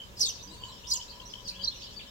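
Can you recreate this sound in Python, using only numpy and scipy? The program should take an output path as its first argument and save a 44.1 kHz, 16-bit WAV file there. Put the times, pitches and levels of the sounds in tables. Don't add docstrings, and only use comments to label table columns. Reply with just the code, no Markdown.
import sys
import numpy as np
from scipy import signal
from scipy.fft import rfft, irfft
from scipy.io import wavfile

SR = 44100
rng = np.random.default_rng(int(sys.argv[2]) if len(sys.argv) > 2 else 0)


def master(y):
    cut = np.clip(np.atleast_2d(y).T, -1, 1)
    pcm = np.round(cut * 32767)
    wavfile.write(sys.argv[1], SR, pcm.astype(np.int16))


N = 92610

CHIRP_RASP = .009
CLEAR_OCTAVE_DB = -36


def undb(db):
    return 10 ** (np.asarray(db) / 20)


def unit(x):
    return x / np.sqrt(np.mean(x ** 2) + 1e-20)


def bin_hz():
    return np.arange(N // 2 + 1) * SR / N


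def on_bins(points):
    hz, value = np.array(points, float).T
    return np.interp(np.log(bin_hz() + 1e-3), np.log(hz), value)


def coloured(points):
    white = rfft(rng.standard_normal(N))
    return unit(irfft(white * undb(on_bins(points)), N))


def walk(rate_hz):
    white = rfft(rng.standard_normal(N))
    return unit(irfft(white * np.exp(-(bin_hz() / rate_hz) ** 2), N))


def curve(rows):
    rows = np.array(rows, float)
    return np.interp(np.arange(N) / SR, rows[:, 0], rows[:, 1])


def scatter(x, t60, build_s):
    t = np.arange(SR) / SR
    decay = np.exp(-np.log(1000) * t / t60)
    build = 1 - np.exp(-t / build_s)
    tail = rng.standard_normal((2, SR)) * decay * build
    tail /= np.sqrt(np.sum(tail ** 2, axis=1, keepdims=True))
    return signal.fftconvolve(np.atleast_2d(x), tail, axes=1)[:, :N]


def sing(notes, rasp, octave_db, buzz=0):
    tremble_hz, buzz_hz = 280, 490
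    attack_s, release_s = .0018, .002
    swell_share = .28
    out = np.zeros((2, N))
    tremble = walk(tremble_hz)
    for start, length, first, middle, last, db, pan_db in notes:
        i = np.arange(max(int(start * SR), 0), min(int((start + length) * SR), N))
        t = i / SR - start
        parabola = np.polyfit([0, .5, 1], [first, middle, last], 2)
        arc = np.polyval(parabola, t / length)
        shake = rasp * tremble[i] + buzz * np.sin(2 * np.pi * buzz_hz * t + tremble[i] / 2)
        phase = 2 * np.pi * np.cumsum(arc * (1 + shake)) / SR
        fade_in = np.sin(np.pi / 2 * np.clip(t / max(attack_s, swell_share * length), 0, 1))
        fade_out = np.sin(np.pi / 2 * np.clip((length - t) / release_s, 0, 1))
        wave = np.sin(phase) + undb(octave_db) * np.sin(2 * phase)
        tone = np.sqrt(2) * fade_in * fade_out * wave
        out[:, i] += undb(db + np.array([[pan_db], [-pan_db]]) / 2) * tone
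    return out


def late(x, delay_s):
    return irfft(rfft(x) * np.exp(-2j * np.pi * bin_hz() * delay_s), N)


def nearby(x, lag_s):
    # delay in seconds, gain at left in dB, gain at right in dB.
    echoes = [(.0042, -41, -6.5), (0.0171, -6.5, -19.5)]
    x = np.array([x[0], late(x[1], lag_s)])
    out = x.copy()
    for delay_s, *gains_db in echoes:
        out += np.array([undb(db) * late(side, delay_s) for side, db in zip(x, gains_db)])
    return out


def field(points, alike):
    mid = irfft(rfft(coloured(points)) * np.sqrt(1 + alike), N)
    side = irfft(rfft(coloured(points)) * np.sqrt(1 - alike), N)
    return unit(np.array([mid + side, mid - side]))


def hum():
    # frequency in Hz, mean level in dB.
    hum_tones = [(58.3, -60), (115.3, -64)]
    t = np.arange(N) / SR
    out = np.zeros(N)
    for hz, db in hum_tones:
        level = undb(db + 1.96 * walk(8.7))
        out += np.sqrt(2) * level * np.sin(2 * np.pi * hz * t + .78 * walk(3.5))
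    return out


def air():
    # frequency in Hz, relative density in dB per Hz.
    low_shape = [(12, -34), (22, -1.5), (45, -0.5), (100, -5), (150, -10), (200, -8), (330, -15),
                 (500, -11.5), (720, -18.5), (1100, -20.5), (1900, -71)]
    # frequency in Hz, relative density in dB per Hz.
    high_shape = [(700, -7.5), (900, 6.5), (1500, 1.5), (2200, -0.5), (3100, 3), (5000, -4), (7400, -1.5),
                  (9000, -14.5), (12000, -9.5), (15500, -9.5)]
    # frequency in Hz, correlation from -1 to 1.
    likeness = [(30, 0.58), (120, 0.9), (300, 0.8), (700, -0.074), (1500, -0.48), (5000, 0.17),
                (15000, -0.09)]
    alike = np.clip(on_bins(likeness), -.95, .95)
    flutter_db = 1.2 * walk(17)
    low = undb(-53 + flutter_db) * field(low_shape, alike) + hum()
    high = undb(-55) * field(high_shape, alike)
    return low * undb([[.8], [-.8]]) + high * undb([[.6], [-.6]])


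def murmurs():
    # start and length in seconds, start, middle and end pitch in Hz,
    # level in dB before the mix below, left minus right in dB.
    murmur_notes = [(.2, 0.066, 510, 472, 478, -61.5, 0.5), (.45, 0.087, 231, 308.5, 323, -62.5, 3.5),
                    (.45, 0.081, 174, 188, 187, -59.5, 1)]
    voice = sing(murmur_notes, .022, CLEAR_OCTAVE_DB)
    return undb(5.5) * voice + undb(-6) * scatter(voice, t60=.33, build_s=.0061)


def far_call():
    # time in seconds, level in dB.
    call_level = [(.15, -75), (.42, -63), (.59, -56), (.9, -61), (.99, -52), (1.04, -64), (1.18, -53),
                  (1.33, -62), (1.55, -60), (1.8, -71)]
    pitch_hz = 981 * (1 + .033 * walk(100))
    phase = 2 * np.pi * np.cumsum(pitch_hz) / SR
    tone = np.sin(phase) * undb(3.9 * walk(26))
    return undb(curve(call_level)) * unit(tone + undb(-3.5) * scatter(tone, t60=.23, build_s=.006))


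def cow():
    # time in seconds, level in dB before the harmonics are weighted.
    moo_level = [(.7, -66), (1.3, -66.5), (1.52, -64.5), (1.62, -53.5), (1.72, -66), (2.1, -61.5)]
    # multiple of the fundamental, relative level in dB.
    harmonics = [(1, -0.5), (2, -11), (3, -0.5), (9, -6.5)]
    pitch_hz = 187.9 * (1 + .0079 * walk(25.5))
    phase = 2 * np.pi * np.cumsum(pitch_hz) / SR
    voice = sum(undb(db) * np.sin(round(k) * phase) for k, db in harmonics)
    voice = voice * undb(curve(moo_level))
    return voice + undb(-4) * scatter(voice, t60=.45, build_s=.02)


def chorus():
    # time in seconds, relative level in dB.
    chorus_swell = [(0, -10), (.4, -2), (1.2, -4), (1.42, -2.5), (1.75, 3.5), (2.1, -1.5)]
    notes_per_s, note_s = 130, .03
    centre_hz, octaves = 4250, .6
    glide_range = .22
    notes = []
    for when, size, bend, slope, pitch, loud in rng.random((int(notes_per_s * N / SR), 6)):
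        hz = centre_hz * 2 ** (octaves * (2 * pitch - 1))
        glide = glide_range * (slope - .5)
        middle_hz = hz * (1 + glide_range * (bend - .5))
        length_s = note_s * (.5 + size)
        notes.append((when * N / SR, length_s, hz * (1 - glide), middle_hz, hz * (1 + glide), -8 * loud, 0))
    voice = sing(notes, CHIRP_RASP, CLEAR_OCTAVE_DB)
    return undb(-52.5 + curve(chorus_swell)) * unit(scatter(voice, t60=.15, build_s=.005))


def whistles():
    # start and length in seconds, start, middle and end pitch in Hz,
    # level in dB before the mix below, left minus right in dB.
    whistle_notes = [(0, 0.011, 3210, 3046, 3000, -39.5, -2.5), (.335, 0.026, 5630, 5670, 3800, -47, 9),
                     (.426, 0.014, 5460, 6020, 6040, -47.5, -12.5),
                     (.472, 0.012, 5000, 4950, 4760, -49.5, -7), (.49, 0.054, 3840, 3944, 4510, -55, 12.5),
                     (.495, 0.052, 7400, 7900, 8930, -64.5, -14), (.55, 0.145, 4490, 4550, 4570, -60, -10),
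                     (.615, 0.043, 3216, 3024, 2957, -48.5, -2), (.59, .16, 7440, 7490, 7240, -65, -15),
                     (.38, 0.039, 4230, 3580, 4340, -52, 2), (.682, 0.02, 4380, 3980, 3990, -48.5, 8),
                     (.703, 0.035, 3000, 3130, 3200, -54, 2), (.78, 0.021, 4030, 3360, 2830, -58, 9),
                     (.71, 0.034, 5220, 5450, 5410, -57, -5), (.835, 0.022, 2610, 3260, 3820, -48.5, 7),
                     (.98, 0.014, 5190, 5800, 6000, -59, -2), (.994, 0.013, 2820, 3070, 3000, -45.5, 1),
                     (1.02, 0.0094, 5100, 5510, 6100, -48.5, 14), (1.075, 0.031, 3553, 4290, 5200, -52, 11),
                     (1.10, 0.016, 4870, 4490, 3800, -45, -3), (1.12, 0.019, 3130, 3170, 3150, -51, 2),
                     (1.252, 0.025, 5700, 5800, 6300, -47.5, -4), (1.292, 0.03, 4820, 5090, 5800, -51, -8),
                     (1.35, 0.039, 3056, 3190, 3040, -50.5, 10), (1.44, 0.064, 5596, 4440, 4110, -46, 1),
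                     (1.502, 0.025, 2630, 2550, 2230, -57, 11.5), (1.543, 0.032, 2790, 3250, 3390, -48, 3),
                     (1.59, 0.034, 2860, 3115, 3280, -46, 8), (1.61, 0.022, 4510, 4740, 5160, -44, -1),
                     (1.712, 0.017, 3140, 3590, 3780, -44, 0), (1.752, .012, 3780, 2950, 2270, -56.5, 12),
                     (1.77, 0.061, 5550, 5320, 5470, -58, -15), (1.818, 0.024, 4550, 4560, 4750, -47.5, -4),
                     (1.848, 0.016, 5830, 5350, 4860, -61, 0), (1.81, .014, 3450, 3346, 2540, -49, 9),
                     (1.866, 0.0084, 3570, 2930, 2740, -53, 17.5),
                     (1.959, 0.024, 4850, 4590, 4660, -44.5, 1), (1.993, 0.0076, 2600, 2440, 1980, -48, -5),
                     (1.99, 0.024, 3900, 3220, 2560, -46, 3.5)]
    voice = sing(whistle_notes, .016, CLEAR_OCTAVE_DB)
    return undb(-3) * voice + undb(-.3) * scatter(voice, t60=.21, build_s=.001)


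def chirps():
    # start and length in seconds, start, middle and end pitch in Hz,
    # level in dB, left minus right in dB.
    chirp_notes = [(.635, 0.0059, 2840, 3140, 3040, -37, 5), (1.012, 0.0052, 3140, 3190, 2880, -38, 5),
                   (1.199, 0.0075, 3080, 3100, 3350, -44, 11),
                   (1.336, 0.0064, 3360, 3060, 3120, -36.5, 7.5), (1.473, 0.014, 4950, 5900, 6200, -41, -7),
                   (1.631, 0.01, 3840, 4100, 4400, -41.5, 11),
                   (1.638, 0.0095, 4490, 4745, 5150, -27.5, -3.5),
                   (1.647, 0.0053, 5270, 5650, 4850, -29.5, -5.5),
                   (1.651, 0.011, 5230, 4250, 3700, -33.5, 2), (1.674, 0.015, 3950, 4240, 4110, -25.5, -4)]
    voice = sing(chirp_notes, CHIRP_RASP, CLEAR_OCTAVE_DB)
    return nearby(voice, lag_s=.000429) + undb(-15.5) * scatter(voice, t60=.43, build_s=.003)


def twitter():
    # start and length in seconds,
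    # start, middle and end pitch in Hz, level in dB, left minus right in dB.
    buzz_notes = [(.166, .032, 5500, 4700, 5200, -46.5, -2), (.193, .012, 6100, 6200, 7000, -37, -3),
                  (.206, .015, 5150, 5650, 5400, -22.5, -3), (.217, .026, 5250, 4850, 4400, -25, -1),
                  (.866, .036, 4700, 5500, 5800, -43.5, -5), (.9, .013, 5750, 5950, 7300, -33.5, -5),
                  (.914, .016, 4700, 5000, 4500, -23.5, -1), (1.483, .019, 4900, 4450, 5000, -34, -1)]
    # start and length in seconds,
    # start, middle and end pitch in Hz, level in dB, left minus right in dB.
    strokes = [(.205, .005, 4200, 4700, 5400, -27, -2), (.244, .014, 4450, 4650, 5350, -29, 0),
               (.25, .027, 3900, 3750, 3500, -36, 10), (.257, .005, 8600, 8200, 7800, -40, -8),
               (.263, .006, 6800, 6550, 6600, -32, -1), (.27, .007, 8700, 7200, 6200, -37, -2),
               (.278, .032, 3400, 3100, 3000, -48, 7), (.282, .014, 6900, 6100, 5750, -32, -4),
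               (.296, .014, 6000, 5750, 5800, -36, -3), (.911, .006, 3800, 4350, 4900, -30, 1),
               (.931, .004, 4700, 4300, 3900, -29, 0), (.932, .01, 7400, 6800, 7500, -28, -4),
               (.936, .03, 3800, 3000, 2850, -47, 9), (.942, .007, 8900, 7300, 6600, -35, -3),
               (.954, .013, 6850, 6600, 6000, -33, -4), (.967, .01, 6400, 5900, 5100, -36, -1)]
    # frequency in Hz, relative level in dB.
    hiss_shape = [(2500, -13.5), (4500, 8), (7500, 7), (9500, -1), (15000, -5)]
    octave_db = -21.5
    voice = sing(buzz_notes, .031, octave_db, buzz=.078)
    voice = voice + sing(strokes, .034, octave_db)
    smooth = np.hanning(int(.07 * SR))
    power = signal.fftconvolve(np.mean(voice ** 2, axis=0), smooth / smooth.sum(), "same")
    effort = np.sqrt(np.abs(power))
    hiss = undb(-15) * effort * np.array([coloured(hiss_shape), coloured(hiss_shape)])
    foliage = undb(-10) * scatter(voice, t60=.1, build_s=.002)
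    tail = undb(-13.5) * scatter(voice, t60=.42, build_s=.024)
    return nearby(voice, lag_s=.000365) + hiss + foliage + tail


def scene():
    background = air() + murmurs() + far_call() + cow()
    return background + chorus() + whistles() + chirps() + twitter()


def record(dry):
    low_pass = signal.ellip(10, .2, 70, 15850, fs=SR, output="sos")
    return signal.sosfilt(low_pass, dry)


dry = scene()
out = record(dry)
master(out)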